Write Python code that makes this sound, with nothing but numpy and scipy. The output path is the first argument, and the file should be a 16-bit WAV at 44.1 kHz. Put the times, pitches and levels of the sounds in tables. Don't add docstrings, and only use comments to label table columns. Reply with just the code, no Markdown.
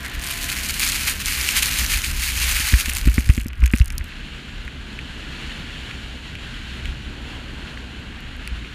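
import sys
import numpy as np
from scipy import signal
from scipy.fft import rfft, irfft, next_fast_len
from scipy.io import wavfile
from scipy.ndimage import uniform_filter1d

SR = 44100
rng = np.random.default_rng(int(sys.argv[2]) if len(sys.argv) > 2 else 0)


def inscribe(sig):
    pcm = np.round(np.clip(np.atleast_2d(sig).T, -1, 1) * 32767)
    wavfile.write(sys.argv[1], SR, pcm.astype(np.int16))


def invert_db(x):
    u = np.asarray(x, float) / 20
    return 10 ** u


N = 385434
t = np.arange(N) / SR

# t/s, hiss level/dB, shake level/dB
GLIDE = [(0.0, -40, -41), (0.9, -35.5, -39.5), (1.3, -39.5, -42.5), (1.6, -31.5, -40.5), (2.2, -41, -41.5),
         (2.5, -34, -46.5), (3.0, -39, -45.5), (3.41, -46, -49), (3.85, -44.5, -54), (4.1, -41, -42.5),
         (4.75, -42, -41), (5.43, -38, -38.5), (5.9, -38.5, -38.5), (6.26, -41.5, -41), (6.7, -38.5, -39.5),
         (7.1, -40, -38.5), (7.9, -40.5, -39.5), (8.74, -41, -42)]
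# t/s, treble level/dB, body level/dB
SNOW_COLOUR = [(0, -2, 2), (0.3, 10, 0), (2.5, -2, 0.5), (2.7, -22, 1), (3.4, -4, -1), (3.55, -9, -8),
               (3.98, -11, -8), (4.1, 0.5, -2), (4.7, 1, 2.5), (5.3, -1, 0.5), (5.9, 12, 1), (6.3, 8, 1),
               (6.6, 0, -1.5), (7.2, -1, 4), (7.8, -1, 5.5), (8.2, -3, 3), (8.74, 0, -4)]
# f/Hz, density/dB per Hz
SNOW_SPECTRUM = [(250, -61), (400, -13), (750, -9), (1270, -6.5), (1420, -2.5), (2150, -3.5), (3100, -5),
                 (4400, -14), (4800, -19.5), (6300, -24.5), (8200, -28), (10900, -34.5), (11600, -34.5),
                 (13200, -42), (15100, -46), (15350, -62)]
# f/Hz, width/Hz, level/dB
CAVITY_MODES = [(1620, 300, -6), (2850, 650, -4), (4250, 500, -6), (6950, 500, 0), (9800, 1800, -10),
                (12900, 700, -6)]
# t/s, level/dB
WIND = [(0.0, -34), (0.68, -33), (1.5, -30), (1.9, -30.5), (2.55, -25.5), (2.7, -35), (3.01, -25),
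        (3.4, -29.5), (3.65, -35.5), (3.9, -29.5), (4.3, -36.5), (4.7, -31), (5.0, -36), (5.5, -35.5),
        (6.25, -38), (6.9, -34), (8.0, -37), (8.74, -32.5)]
# t/s, level/dB, half length/s
GUSTS = [(0.09, -8, 0.062), (0.18, 10, 0.032), (0.28, -4.5, 0.12), (0.53, -10, 0.046), (1.51, -12, 0.052),
         (1.81, 9, 0.039), (1.96, 7, 0.17), (2.03, -10, 0.062), (2.14, 7, 0.086), (2.3, 1, 0.067),
         (2.55, 1, 0.055), (1.7, 0.5, 0.047), (0.43, 1, .05), (1.05, -1, .04), (7.5, 1, .1),
         (2.4, 8.5, 0.045), (4.02, 8.5, 0.15), (4.09, -15, 0.078), (4.43, -13, 0.093), (4.58, 1, 0.07),
         (4.71, -11, 0.056), (4.9, -7, 0.066), (5.4, -5, 0.06), (5.52, 2, 0.046), (5.56, -2, 0.044),
         (5.94, -1, .05), (6.05, 3.5, 0.14), (6.34, 8, 0.05), (6.89, 9.5, 0.074), (7.71, -4, 0.044),
         (8.53, 12.5, 0.035), (8.69, -13, 0.047)]
# f/Hz, width/Hz, level/dB
MOUNT_MODES = [(60.2, 12.7, 8.5), (36.1, 9.7, 6.5), (98, 64, -12)]
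# f/Hz, width/Hz, level/dB
CASE_MODES = [(133.5, 69, 9), (205.4, 96, 7), (287, 350, -22)]
# t/s, level/dB
SCRAPE_PRESSURE = [
    (0.0, -48),
    (0.2, -37),
    (0.26, -31),
    (0.9, -29),
    (1.55, -25.5),
    (2.35, -26.5),
    (2.78, -25.5),
    (2.9, -33.5),
    (3.4, -39),
]
# t/s, level/dB, half length/s
JERKS = [(0.044, 6, 0.038), (0.184, -8.5, 0.043), (0.264, 1, 0.008), (0.3, 2, 0.027), (0.384, -2, 0.049),
         (0.476, -6.5, 0.008), (0.496, 4.0, 0.008), (0.524, 4, 0.008), (0.552, -2.5, 0.008),
         (0.62, -4, 0.012), (0.636, 2, 0.0071), (0.676, -1.5, 0.01), (0.7, 6.5, 0.012),
         (0.724, -4.5, 0.017), (0.776, -2, 0.022), (0.8, 6.0, 0.008), (0.852, -2, 0.02),
         (0.856, 6.5, 0.057), (0.956, 4.5, 0.014), (1.084, 7, 0.019), (1.136, 3.0, 0.035),
         (1.188, -10, 0.082), (1.212, 9, 0.018), (1.276, 3.5, 0.018), (1.36, -2, 0.0093),
         (1.456, 1.5, 0.01), (1.576, 6, 0.024), (1.616, -3.5, 0.012), (1.628, 7.5, 0.0092),
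         (1.7, -6, 0.008), (1.792, 4, 0.012), (1.876, -4, 0.03), (1.928, 3, 0.038), (2.016, -5.5, 0.035),
         (2.128, -6, 0.009), (2.136, -5, 0.096), (2.224, 1.5, 0.037), (2.332, -4, 0.039),
         (2.436, 2.5, 0.027), (2.504, 2.5, 0.031), (2.588, 3.0, 0.047), (2.68, 3, 0.02),
         (2.764, -3.5, 0.036), (2.804, 2.5, 0.024), (2.844, -4, 0.014), (2.896, 4.5, 0.0066),
         (2.912, -2.0, 0.012), (2.976, 4.5, 0.033), (3.032, -4.5, 0.021), (3.092, 0, 0.008),
         (3.132, -2.5, 0.012), (3.16, 2, 0.008), (3.196, 1.5, 0.018), (3.268, 0.5, 0.008),
         (3.288, -4, 0.013), (3.3, 4.0, 0.0073), (3.412, 0.5, 0.012), (3.436, -2, 0.021)]
# t/s, level/dB
BRUSH = [
    (3.5, -66),
    (3.6, -55),
    (3.64, -49),
    (3.69, -55),
    (3.74, -49),
    (3.79, -41),
    (3.83, -54),
    (3.9, -60),
    (3.96, -53),
    (4.1, -60),
]
# f/Hz, density/dB per Hz
GRIT_SPECTRUM = [(410, -43), (700, -52), (747, -59), (830, -9), (934, -16), (1020, -11), (2100, 1),
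                 (2370, 3), (3640, -4), (4260, -1), (5600, -6.5), (6700, -3.5), (7900, -7), (9110, -4.5),
                 (10500, -6.5), (14600, -9), (15400, -20), (16000, -49)]
# f/Hz, rms level/dB
LIFT_PARTIALS = [(685, -52), (1028, -52)]
# t/s, peak level/dB, centre f/Hz
SCRAPE_CRACKS = [(0.2142, -22, 6790), (0.2426, -17, 8730), (0.4886, -19, 4310), (0.519, -16, 4410),
                 (0.635, -16, 4160), (0.6886, -10, 10400), (0.7412, -13, 4230), (0.796, -9, 4470),
                 (0.8978, -10, 7720), (0.9196, -8, 4120), (1.194, -19, 4020), (1.2587, -6, 4820),
                 (1.4115, -9, 4260), (1.4883, -11, 4540), (1.6235, -13, 4290), (1.6581, -6, 4430),
                 (1.863, -7, 4210), (1.8959, -21, 4220), (2.0193, -15, 5180), (2.045, -9, 4370), (2.67, -15, 7770),
                 (2.7832, -14, 4110), (2.894, -13, 7140), (2.977, -13, 7230), (3.1525, -19, 4620),
                 (3.297, -18, 5020), (3.4334, -29, 7510), (3.4444, -29, 5220)]
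# t/s, peak level/dB, centre f/Hz
CRACKS = [(2.858, -11, 6490), (2.899, -9, 9300), (2.935, -10.5, 8940), (2.9506, -10, 9000),
          (2.983, -13, 6900), (3.075, -12.5, 8100), (3.0992, -26, 9330), (3.1423, -14, 12100),
          (3.19, -18, 8830), (3.1965, -16, 6540), (3.265, -31, 6600), (3.334, -24, 9000),
          (3.413, -23, 8980), (3.4832, -20.5, 11400), (3.638, -19, 5500), (3.6592, -13, 6560),
          (3.663, -15, 6560), (3.6778, -24, 6590), (3.7144, -23, 8800), (3.754, -21, 9150),
          (3.7748, -20, 5800), (3.7845, -19, 6870), (3.799, -17.5, 4970), (3.845, -23, 8940),
          (3.858, -19, 9000), (3.88, -20.5, 6770), (3.903, -21, 5380), (3.923, -26, 9750),
          (3.9808, -11, 11100), (4.042, -24.5, 11300)]
# t/s, peak level/dB, centre f/Hz
LONE_CRACKS = [(0.7066, -12, 7470), (0.8494, -8, 8910), (0.8764, -8, 5050), (0.8894, -8, 6720),
               (1.0974, -7, 7710), (3.2424, -32, 12400), (3.3716, -27, 7040), (3.4669, -24, 10700),
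               (3.5318, -32, 5090), (3.9815, -20, 6600), (3.7238, -26, 8860), (3.7383, -22, 7390),
               (3.7604, -19, 9900), (3.7913, -21, 5100), (3.8114, -27, 5130), (3.2824, -28, 5060),
               (3.3864, -27, 7170), (3.2124, -25, 6530), (3.8214, -28, 5690), (4.651, -37, 5010),
               (7.9992, -45, 12500), (8.2057, -36, 12500), (8.3659, -37, 11500), (8.4547, -41, 7170),
               (8.4757, -20, 4500), (8.4762, -43, 11000), (3.926, -31, 8000), (3.7275, -26, 12000),
               (3.806, -30, 9000), (3.876, -32, 9000), (4.6785, -35, 5000), (4.9902, -37, 5000),
               (6.353, -37, 4500), (6.856, -36, 11000)]
# t/s, peak level/dB, ring f/Hz
TICKS = [(2.7391, -3, 1820), (2.783, -15, 2060), (2.859, -11, 2440), (2.9182, -11.5, 2520),
         (3.044, -19, 2490), (3.073, -16, 1730), (3.083, -18, 1520), (3.0748, -16, 2300),
         (3.086, -15, 2600), (3.141, -25, 1700), (3.1804, -5, 2080), (3.205, -22, 2530),
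         (3.2247, -31, 2420), (3.291, -12.5, 1990), (3.299, -11, 2530), (3.2988, -20, 1270),
         (3.304, -14, 2050), (3.63, -22.5, 1150), (3.737, -16, 1270), (3.7405, -19, 1620),
         (3.378, -12, 2160), (3.4065, -17, 2520), (3.458, -23, 2060), (3.503, -23, 2310),
         (3.5322, -19, 2440), (3.62, -18.5, 2230), (3.6384, -10, 2260), (3.6597, -11, 2410),
         (3.676, -17, 2500), (3.704, -18, 2830), (3.736, -2.5, 2120), (3.7625, -16, 2520),
         (3.799, -19, 1860), (3.8146, -10, 2470), (3.9035, -15, 2500), (4.01, -18, 1950),
         (4.1213, -20, 2540)]
# t/s, peak level/dB, ring f/Hz, edge level/dB
LONE_TICKS = [(0.7407, -13, 2570, -22), (0.7956, -22, 2800, -19), (1.081, -11, 2480, -32),
              (1.089, -11, 2730, -29), (1.489, 0, 2650, -13), (2.0412, -6.5, 2400, -23),
              (4.6783, -14, 2080, -50), (4.99, -12.5, 2370, -41), (5.5169, -19, 1930, -48),
              (5.9113, -15, 2220, -44), (6.353, -16, 2470, -41), (6.856, -14, 2700, -35),
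              (7.774, -19, 1900, -71), (8.4755, -13, 2400, -51), (8.6472, -21, 2300, -82)]
# f/Hz, width/Hz, level/dB
WALL_MODES = [(1270, 190, -8), (1620, 154, 7), (1950, 79, 9), (2400, 560, 1), (2670, 220, -6.5)]
# t/s, peak level/dB, contact/ms, ring t60/ms, case ring level/dB
THUMPS = [(2.721, -24, 18, 74, -26.5), (2.734, -2, 3.3, 130, -17), (3.001, -19, 8.3, 60, -38),
          (3.057, -10, 5, 24, -27), (3.073, -1, 2.55, 20, -12.5), (3.076, -4.5, 4.6, 190, -17.5),
          (3.181, -4, 1.8, 53, -12.5), (3.275, -13, 5, 34, -41), (3.295, 4, 3.6, 40, -15),
          (3.378, -10.5, 2.3, 93, -16), (3.459, -18, 2.4, 20, -21), (3.626, -1.5, 8.3, 66, -23.5),
          (3.642, -8.5, 5.9, 230, -29), (3.737, -5, 1.6, 57, -9), (3.805, 0, 4.1, 80, -38),
          (2.601, -20, 2.5, 66, -28), (2.881, -27, 2.1, 51, -24.5), (3.593, -15, 5.5, 60, -52),
          (3.61, -15, 5, 40, -44)]
# f/Hz, t60/s, level/dB
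KNOCK_MODES = [(225.5, 0.032, 3), (306, 0.028, -35), (540, 0.037, -7.5)]


def level(x):
    return x / np.sqrt(np.mean(x ** 2))


def colour(x, spectrum):
    size = next_fast_len(N)
    hz, db = np.transpose(spectrum)
    f_hz = np.arange(size // 2 + 1) * SR / size + 1
    gain = invert_db(np.interp(np.log(f_hz), np.log(hz), db))
    return irfft(rfft(x, size) * gain, size)[:N]


def ring(x, hz, width_hz):
    return signal.lfilter(*signal.iirpeak(hz, hz / width_hz, SR), x)


def butter(x, order, hz, kind):
    return signal.sosfilt(signal.butter(order, hz, kind, fs=SR, output="sos"), x)


def walk(rate_hz):
    hold = int(SR / rate_hz)
    steps = np.repeat(rng.standard_normal(N // 8)[:N // hold + 1], hold)
    return level(uniform_filter1d(uniform_filter1d(steps, hold), hold)[:N])


def add(out, s, x):
    i = int(s * SR)
    out[i:i + len(x)] += x[:N - i]


def curve(table, after=None):
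    s, *columns = np.transpose(table)
    return [np.interp(t, s, c, right=after) for c in columns]


def bumps(table, steep=1):
    return sum(db * np.clip(steep * (1 - np.abs(t - s) / half_s), 0, 1) for s, db, half_s in table)


def snow(db, treble_db, body_db):
    bright_db = 0.8 * (db + 46) + treble_db
    grains = invert_db(0.52 * walk(400) + 0.78 * walk(25))
    hiss = colour(grains * rng.standard_normal(N), SNOW_SPECTRUM)
    hiss = hiss + sum(invert_db(g) * ring(hiss, hz, width_hz) for hz, width_hz, g in CAVITY_MODES)
    low = butter(hiss, 2, 1200, "low")
    high = signal.sosfiltfilt(signal.butter(2, 3300, "high", fs=SR, output="sos"), hiss)
    body = low * (invert_db(body_db + 1.0 * walk(6.6)) - 1)
    treble = high * (invert_db(bright_db.clip(-20, 5)) - 1)
    return invert_db(db) * level(hiss + body + treble)


def shake(modes, db):
    force = invert_db(2.0 * walk(13)) * rng.standard_normal(N)
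    sway = 0
    for hz, width_hz, g in modes:
        sway = sway + invert_db(g) * level(ring(ring(force, hz, 2.46 * width_hz), hz, width_hz))
    swell = uniform_filter1d(sway ** 2, size=SR // 8)
    return invert_db(db) * level(sway / swell ** 0.35)


def contact():
    let_go_db_s = 252
    held = curve(SCRAPE_PRESSURE)[0] + bumps(JERKS, steep=2.16)
    held = held - let_go_db_s * (t - SCRAPE_PRESSURE[-1][0]).clip(0)
    return np.where(t < BRUSH[0][0], held, curve(BRUSH, after=-120)[0])


def scrape(db):
    contact_db = uniform_filter1d(db, size=SR // 3)
    spread = np.clip(0.52 - 0.065 * (contact_db + 29), 0.45, 1.3)
    slots = np.repeat(rng.standard_normal(N // 14 + 1), 14)[:N].clip(-3, 2.9)
    power = uniform_filter1d(np.exp(2 * spread * slots - 2 * spread ** 2), size=21)
    size = np.sqrt(np.abs(power)) * invert_db(0.7 * walk(70))
    return invert_db(db + 1.0) * level(colour(size * rng.standard_normal(N), GRIT_SPECTRUM))


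def lift():
    tone = sum(invert_db(db + 2.5) * np.sin(2 * np.pi * hz * t) for hz, db in LIFT_PARTIALS)
    fade_db = -9 * t ** 2
    return tone * invert_db(fade_db + 2.5 * walk(14))


def strap():
    rub = ring(rng.standard_normal(N) * invert_db(3.0 * walk(25.8)), 1760, 420)
    db, fade_db_s = -35.5, 20
    return level(rub) * invert_db(db - fade_db_s * t)


def cracks():
    out, u = np.zeros(N), t[:200]
    late, size, spot = rng.random((len(CRACKS), 3)).T
    s, db, hz = np.transpose(CRACKS)
    after_db, after_spread_db = -14.5, 0
    after = zip(s + 0.0025 + 0.0028 * late, db + after_db + after_spread_db * (2 * size - 1), 5000 + 4000 * spot)
    table = list(CRACKS) + list(LONE_CRACKS) + list(SCRAPE_CRACKS) + list(after)
    noise = rng.standard_normal((len(table), 200)) * u * np.exp(-u / 0.00025)
    noise = butter(noise, 2, (3300, 14000), "band")
    for (s, db, hz), burst in zip(table, noise):
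        narrow = level(ring(burst, hz, 0.052 * hz))
        broad = level(ring(burst, hz, 1.1 * hz))
        slip = 0.38 * narrow + 0.52 * broad + 0.3 * level(burst)
        add(out, s, invert_db(db - 1.0) * slip / np.abs(slip).max())
    return out


def ticks():
    out, u = np.zeros(N), t[:500]
    table = [tuple(row) + (-90,) for row in TICKS] + list(LONE_TICKS)
    noise = rng.standard_normal((len(table), 2, 500))
    rattles = 0
    for hz, width_hz, g in WALL_MODES:
        rattles = rattles + invert_db(g) * ring(ring(noise[:, 0], hz, 3 * width_hz), hz, width_hz)
    edges = butter(noise[:, 1], 1, (4000, 8000), "band")
    for (s, db, hz, edge_db), rattle, edge in zip(table, rattles, edges):
        swell = (u * hz / 1.34 * np.exp(1 - u * hz / 1.3)) ** 2
        wall = np.sin(2 * np.pi * hz * u) * swell
        wall = wall + 0.32 * level(rattle) * np.tanh(u / 0.00016) * np.exp(-u / 0.0036)
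        add(out, s, invert_db(db - 4.5) * wall / np.abs(wall).max())
        add(out, s, invert_db(edge_db + 11) * edge * np.tanh(u / 0.00031) * np.exp(-u / 0.0007))
    return out


def thumps():
    mount_hz, clatter_db, clatter_t60_s = 56.7, -22, 0.03
    out, u = np.zeros(N), t[:SR // 3]
    case = sum(np.cos(2 * np.pi * hz * u) * invert_db(g - 60 * u / t60_s) for hz, t60_s, g in KNOCK_MODES)
    case = np.convolve(np.hanning(int(0.0029 * SR)), -case)
    case = case / np.abs(case).max()
    loose = butter(rng.standard_normal((len(THUMPS), len(u))), 2, (800, 1400), "band")
    loose = invert_db(clatter_db - 60 * u / clatter_t60_s) * level(loose)
    for (s, db, contact_ms, t60_ms, case_db), clatter in zip(THUMPS, loose):
        push = -np.hanning(int(contact_ms * SR / 500) + 3)
        mount = np.convolve(push, np.cos(2 * np.pi * mount_hz * u) * invert_db(-60e3 * u / t60_ms))
        add(out, s - contact_ms / 2e3, invert_db(db) * mount / np.abs(mount).max())
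        add(out, s, invert_db(case_db) * case)
        add(out, s, invert_db(case_db) * clatter)
    return butter(out, 1, 30, "high")


def scene():
    snow_db, case_db = curve(GLIDE)
    hiss = snow(snow_db, *curve(SNOW_COLOUR)) * invert_db(1.0)
    rumble = shake(MOUNT_MODES, curve(WIND)[0] + bumps(GUSTS)) + shake(CASE_MODES, case_db)
    gear = scrape(contact()) + cracks() + ticks() + thumps()
    return (hiss + rumble + gear + lift() + strap())[None]


def band_limit(x):
    return signal.sosfilt(signal.butter(12, 16500, fs=SR, output="sos"), x)


def record(dry):
    rounded = np.tanh(0.62 * dry) / 0.59
    top_hz = 15300
    mix = signal.sosfilt(signal.ellip(8, 0.3, 60, top_hz, fs=SR, output="sos"), rounded)
    return band_limit(mix)


dry = scene()
out = record(dry)
inscribe(out)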